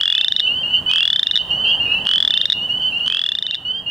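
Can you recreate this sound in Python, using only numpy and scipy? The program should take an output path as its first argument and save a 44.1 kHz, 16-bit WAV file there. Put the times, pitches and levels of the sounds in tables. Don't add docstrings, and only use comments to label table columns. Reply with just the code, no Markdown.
import sys
import numpy as np
from scipy import signal
from scipy.fft import rfft, irfft
from scipy.io import wavfile
from scipy.ndimage import uniform_filter1d, minimum_filter1d

SR = 44100
rng = np.random.default_rng(int(sys.argv[2]) if len(sys.argv) > 2 else 0)


def output_pcm(signal):
    pcm = np.clip(np.atleast_2d(signal).T, -1, 1) * 32767
    wavfile.write(sys.argv[1], SR, np.round(pcm).astype(np.int16))


def makeup_ratio(level_db):
    decades = np.asarray(level_db, float) / 20
    return 10 ** decades


N = 171990


def evened(x):
    return x / np.sqrt(np.mean(x ** 2) + 1e-20)


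def read(points, hz):
    f, value = np.transpose(points)
    return np.interp(np.log(hz + 1), np.log(f + 1), value)


def add(mix, start_s, sound):
    if start_s >= 0:
        part = mix[..., round(start_s * SR):][..., :sound.shape[-1]]
        part += sound[..., :part.shape[-1]]


# (frequency [Hz], level [dB])
SIDE_SPECTRUM = [(25, -22), (80, -33), (170, -28), (350, -20), (700, -17.5), (4500, -10), (16000, -9)]


def noise(spectrum, level_db, patchy_db):
    frames, hz = N // 256 + 5, np.fft.rfftfreq(1024, 1 / SR)
    a, b, c, d, patches = rng.standard_normal((frames, 513, 5)).T
    patches = uniform_filter1d(patches, 8, 0)
    patches = evened(uniform_filter1d(patches, 14, 1))
    mid = a + 1j * b
    side = makeup_ratio(read(SIDE_SPECTRUM, hz))[:, None] * (c + 1j * d)
    colour = makeup_ratio(read(spectrum, hz)[:, None] + patchy_db * patches)
    z = np.array([mid + side, mid - side]) * colour
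    sound = signal.istft(z, nperseg=1024, noverlap=768)[1][:, :N]
    return makeup_ratio(level_db) * evened(sound)


# (frequency [Hz], density [dB per Hz])
MARSH_SPECTRUM = [(15, -52.5), (28, -15.5), (64, 1.5), (197, 3), (334, -6), (812, -4), (1330, -12),
                  (1850, -12), (2300, -29.5), (2990, -64.5), (5060, -120)]
# (frequency [Hz], density [dB per Hz])
HISS_SPECTRUM = [(2000, -24.5), (2800, 11), (3600, -4.5), (5500, -14), (8000, -12.5), (12000, -18),
                 (15800, -16), (16400, -69.5)]
# (time [s], level [dB])
MARSH_SWELL = [(0, -2.5), (0.698, 0.5), (1.302, 0.5), (1.801, 3.5), (2.402, 2), (2.802, -2), (3.4, 2),
               (3.9, 2.5)]


def marsh():
    swell = makeup_ratio(np.interp(np.arange(N) / SR, *np.transpose(MARSH_SWELL)))
    low = swell * noise(MARSH_SPECTRUM, -35, patchy_db=1.5)
    return low + noise(HISS_SPECTRUM, -43.5, patchy_db=-0.5)


def reeds(x, t60_s, wet_db, gap_s):
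    t = np.arange(SR // 2) / SR
    taps = rng.choice([-1., 1.], (2, len(t))) * (rng.random((2, len(t))) < .06)
    taps = taps * makeup_ratio(-60 * t / t60_s) * (t > gap_s)
    taps = 0.45 * taps[0] + 0.79 * taps[::-1]
    taps = taps / np.linalg.norm(taps[0])
    return makeup_ratio(wet_db) * signal.fftconvolve(x * np.ones((2, 1)), taps, axes=1)[:, :N]


PARTIALS_DB = [-34, 0, -30, -42, -50]


def whistle(length_s, hz0, hz1, level_db, path):
    on_s, off_s, curl = 0.0047, 0.0064, 1.2
    main_wobble_db, overtone_wobble_db = 1.5, 2.6
    t = np.arange(0, length_s + off_s, 1 / SR)
    hz = hz0 + (hz1 - hz0) * (1 - np.maximum(1 - t / length_s, 0) ** curl)
    turn = 2 * np.pi * np.cumsum(hz) / SR
    rate_hz = rng.uniform(3.7, 48.8, (len(PARTIALS_DB), 3, 1))
    phase = rng.random((len(PARTIALS_DB), 3, 1))
    wobble = np.sin(2 * np.pi * (rate_hz * t + phase)).sum(1)
    shape = np.clip(np.minimum(t / on_s, (t[-1] - t) / off_s), 0, 1)
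    out = np.zeros(len(t))
    for k, (db, w) in enumerate(zip(PARTIALS_DB, wobble)):
        if k == 1:
            gain_db = db + main_wobble_db * w + read(path, hz)
        else:
            gain_db = db + overtone_wobble_db * w
        out += makeup_ratio(gain_db) * np.sin((k + 1) / 2 * turn)
    return np.sqrt(2) * makeup_ratio(level_db) * shape * out


# (start [s], length [s], first pitch [Hz], last pitch [Hz], level [dB])
LEFT_WHISTLES = [(.055, 0.13, 2800, 2905, -20.5), (0.12, 0.09, 2853, 3150, -17.5),
                 (0.178, 0.015, 3120, 3020, -10), (.105, 0.026, 2530, 2500, -27),
                 (0.134, .11, 2526, 2736, -17), (0.188, 0.079, 2740, 2810, -28.5),
                 (0.335, 0.084, 2864, 3130, -19.5), (0.463, 0.08, 2670, 2918, -18),
                 (0.533, 0.093, 2945, 3140, -20.5), (0.63, .075, 2798, 2905, -19.5),
                 (.705, 0.087, 2951, 3066, -16.5), (0.682, 0.049, 2660, 2756, -30),
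                 (.735, 0.047, 2775, 2900, -15.5), (0.89, 0.14, 2490, 2740, -16),
                 (0.999, 0.091, 2744, 2940, -15.5), (1.093, .11, 2884, 3183, -17.5),
                 (1.645, 0.11, 2800, 3045, -17.5), (1.75, 0.043, 3070, 3140, -22),
                 (1.648, .11, 2650, 2878, -19.5), (1.797, 0.061, 2776, 2915, -17),
                 (1.823, 0.054, 2740, 2807, -24), (1.86, 0.065, 2870, 2834, -23.5),
                 (1.848, 0.03, 2570, 2480, -28), (1.872, .11, 2507, 2723, -17.5),
                 (2.328, 0.11, 2665, 2956, -19.5), (2.415, 0.029, 2840, 2830, -21),
                 (2.478, 0.032, 2850, 2940, -23), (2.53, 0.083, 2750, 2824, -27),
                 (2.53, 0.065, 2840, 2930, -16.5), (2.92, 0.072, 2683, 2864, -20),
                 (3.0, 0.063, 2780, 2924, -18.5), (3.095, 0.089, 2484, 2740, -15.5),
                 (3.297, 0.047, 2684, 2850, -22), (3.475, 0.047, 2790, 2960, -16),
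                 (3.515, 0.048, 2723, 2900, -15)]
# (start [s], length [s], first pitch [Hz], last pitch [Hz], level [dB])
RIGHT_WHISTLES = [(0.0, 0.049, 2874, 3063, -15.5), (0.212, 0.065, 2870, 3057, -20.5),
                  (0.3, 0.029, 2960, 3130, -22), (0.388, 0.094, 2835, 3022, -14.5),
                  (0.86, 0.062, 2980, 3050, -15.5), (.93, 0.059, 3103, 3144, -11),
                  (0.911, 0.091, 2813, 3050, -13.5), (1.259, 0.038, 2800, 2857, -18.5),
                  (1.332, 0.05, 2924, 2954, -14), (1.366, 0.052, 3007, 3025, -15),
                  (1.376, 0.031, 2840, 2873, -18.5), (1.495, 0.027, 3020, 3050, -23),
                  (1.503, 0.046, 2800, 2917, -14.5), (1.553, 0.076, 2944, 3060, -18.5),
                  (1.636, 0.08, 3036, 3226, -15), (1.915, 0.034, 2830, 2915, -13.5),
                  (1.971, 0.05, 2940, 3030, -23.5), (2.06, 0.11, 2860, 3070, -9.5),
                  (2.296, 0.14, 2930, 3176, -15), (2.61, 0.051, 2854, 2990, -18),
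                  (2.689, 0.038, 2800, 2930, -14.5), (2.734, 0.044, 2910, 3020, -18.5),
                  (2.705, 0.03, 3080, 3060, -34), (2.796, 0.044, 3020, 3152, -20),
                  (2.815, 0.08, 2930, 3083, -17), (2.912, 0.047, 2984, 3040, -40),
                  (3.035, 0.052, 2930, 3060, -16.5), (3.09, 0.086, 3007, 3220, -14.5),
                  (3.121, 0.084, 2855, 3015, -21), (3.25, 0.037, 2796, 2904, -14),
                  (3.314, .08, 2880, 3150, -33), (3.365, 0.021, 2850, 2920, -20.5),
                  (3.427, 0.11, 2987, 3104, -15.5), (3.523, 0.062, 2890, 3004, -24),
                  (3.554, 0.089, 2940, 2955, -26.5), (3.648, 0.069, 2874, 3044, -11.5),
                  (3.73, 0.071, 3090, 3214, -15), (3.86, 0.085, 2825, 2900, -12.5)]
# (frequency [Hz], level [dB])
LEFT_PATH = [(2500, -5), (2650, -2.2), (2780, 4), (2860, 3), (2930, -5), (3000, 3.5), (3080, -0.5),
             (3200, 1.3)]
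# (frequency [Hz], level [dB])
RIGHT_PATH = [(2780, -1), (2860, 1), (2930, -0.22), (2990, 1), (3050, 0.29), (3120, -0.81), (3190, 1),
              (3250, -0.76)]


def peepers():
    far_count, far_db, pan_db = 60, -37.5, 5
    near, far = np.zeros((2, N)), np.zeros(N)
    sides = (0.088, LEFT_WHISTLES, LEFT_PATH), (-0.12, RIGHT_WHISTLES, RIGHT_PATH)
    for side, rows, path in sides:
        pan = makeup_ratio(side * pan_db * np.array([[1], [-1]]) + np.array([[-.7], [.7]]))
        for start_s, *row in rows:
            add(near, start_s, whistle(*row, path) * pan)
    for when, a, b, c in rng.random((far_count, 4)):
        length_s = 0.0843 + 0.0881 * a
        call = whistle(length_s, 2750 + 220 * b, 2950 + 220 * b, far_db + 6 * c, RIGHT_PATH)
        add(far, when * N / SR, call)
    return near + reeds(near, 0.29, -11, .004) + reeds(far, 0.71, 0, 0.00042)


# (pitch at trill start [Hz], pitch at end [Hz])
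SAC_MODES = [(1560, 1810), (3130, 3665), (1200, 1450), (4700, 5370), (6380, 6500), (7500, 7100),
             (8790, 8650), (10700, 10500), (12000, 12050), (13800, 13900)]
# (level at trill start [dB], level at end [dB], share of ring time [ratio])
SAC_STRENGTHS = [(-13.5, -17, 0.65), (3.5, 3.5, 1.21), (-16, -31, 0.92), (-21, -20.5, 1), (-28.5, -43, 1.2),
                 (-51, -39, 2.1), (-24.5, -37, 0.36), (-43.5, -45.5, 0.25), (-52, -54.5, 0.4),
                 (-41, -40, .4)]
# (frequency [Hz], level [dB])
SNAP_SPECTRUM = [(900, -33.5), (1500, 1), (2300, -5.5), (4500, 4.5), (7000, -11), (9000, -17.5),
                 (15000, -30.5), (16300, -48)]


def click(along, ring_s, level_db):
    snap_start_db, snap_end_db = -19.5, -24
    rise_s, roundness, haze_db, haze_s = 0.0015, 1.7, -10, 0.0073
    t = np.arange(1600) / SR
    rise = np.minimum(t / rise_s, 1)

    def ringing(share):
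        fall = np.exp(-(np.maximum(t - rise_s, 0) / (ring_s * share)) ** roundness)
        return np.sin(np.pi / 2 * rise) ** 2 * fall

    colour = makeup_ratio(read(SNAP_SPECTRUM, np.fft.rfftfreq(len(t), 1 / SR)))
    snap = evened(irfft(rfft(rng.standard_normal(len(t))) * colour, len(t)))
    haze = makeup_ratio(haze_db) * rise * np.exp(-t / haze_s)
    snap_db = snap_start_db + (snap_end_db - snap_start_db) * along ** .5
    out = makeup_ratio(snap_db) * (ringing(0.98) + haze) * snap
    for k, ((hz0, hz1), (db0, db1, share)) in enumerate(zip(SAC_MODES, SAC_STRENGTHS)):
        main = k == 1
        hz = hz0 + (hz1 - hz0) * along ** (.8 if k else .3)
        hz *= 1 + (.002 if main else .005) * rng.standard_normal()
        uneven_db = 0.7 * rng.standard_normal() * (not main)
        mode_db = db0 + (db1 - db0) * along ** .5 + uneven_db
        out += makeup_ratio(mode_db) * ringing(share) * np.sin(2 * np.pi * hz * t)
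    return makeup_ratio(level_db) * out


# (start [s], click gap [ms], clicks before slowing [count], slowing per click [ms])
TRILL_ROWS = [
    (-.0568, 22.41, 7.02, 2.63),
    (.9109, 23.62, 7.03, 2.85),
    (2.0669, 22.6, 7.09, 2.99),
    (3.0766, 23.08, 7.28, 2.9),
]
# (time [s], level [dB])
STUTTER_ROWS = [
    (.396, -1),
    (.4009, -3.5),
    (1.3631, -2),
    (1.3738, 1),
    (2.5208, -1),
    (2.5272, -3),
    (3.5444, -1),
    (3.551, -8),
]
# (time [s], level [dB])
SWALLOW_ROWS = [
    (.8962, -20),
    (2.052, -21),
    (3.0615, -17),
    (2.9955, -30),
]


def chorus_frog():
    clicks, first_late_s, first_db = 16, .0013, 4.5
    start_db, end_db = 5.5, 17
    ring_start_s, ring_top_s, ring_end_s, ring_stutter_s = .0017, .0033, .002, .0014
    out = np.zeros(N)
    for start_s, gap_ms, even, slowing_ms in TRILL_ROWS:
        for k in range(clicks):
            along, first = k / (clicks - 1), k == 0
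            ring_s = np.interp(along, [0, .6, 1], [ring_start_s, ring_top_s, ring_end_s])
            wait_ms = gap_ms * k + slowing_ms / 2 * max(k - even, 0) ** 2
            level_db = start_db + (end_db - start_db) * along + first_db * first
            add(out, start_s + wait_ms / 1000 + first_late_s * first, click(along, ring_s, level_db))
    for time_s, db in STUTTER_ROWS:
        add(out, time_s, click(0.91, ring_stutter_s, end_db + db))
    for time_s, db in SWALLOW_ROWS:
        add(out, time_s, click(0, ring_start_s, start_db + db))
    right = 0.93 * out + .24 * np.roll(out, 4)
    near = np.array([out, right]) * makeup_ratio(np.array([[-.2], [.2]]))
    return near + reeds(out, 0.05, -28.5, 0.0057) + reeds(out, 0.36, -38.0, .01)


def scene():
    return marsh() + peepers() + chorus_frog()


def top_cut(x):
    return signal.sosfilt(signal.butter(12, 16460, fs=SR, output="sos"), x)


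# (time [s], level [dB])
OVERALL_LEVEL = [(0, -3.5), (2.9, -3), (3.101, -5.5), (3.55, -9), (3.9, -11.5)]


def record(dry):
    limit_db, squeeze, ahead_s = -1.5, 0.88, 0.0027
    release_s, slow_release_s, slow_share = 0.013, 0.059, 0.18
    t = np.arange(N) / SR
    peak = -minimum_filter1d(-abs(dry).max(0), round(2 * ahead_s * SR))
    over_db = np.maximum(20 * np.log10(peak + 1e-9) - limit_db, 1e-3)

    def held(fall_s):
        return np.exp(np.maximum.accumulate(np.log(over_db) + t / fall_s) - t / fall_s)

    hold_db = (1 - slow_share) * held(release_s) + slow_share * held(slow_release_s)
    cut_db = squeeze * uniform_filter1d(hold_db, 40)
    out = dry * makeup_ratio(np.interp(t, *np.transpose(OVERALL_LEVEL)) - cut_db)
    return top_cut(out)


dry = scene()
out = record(dry)
output_pcm(out)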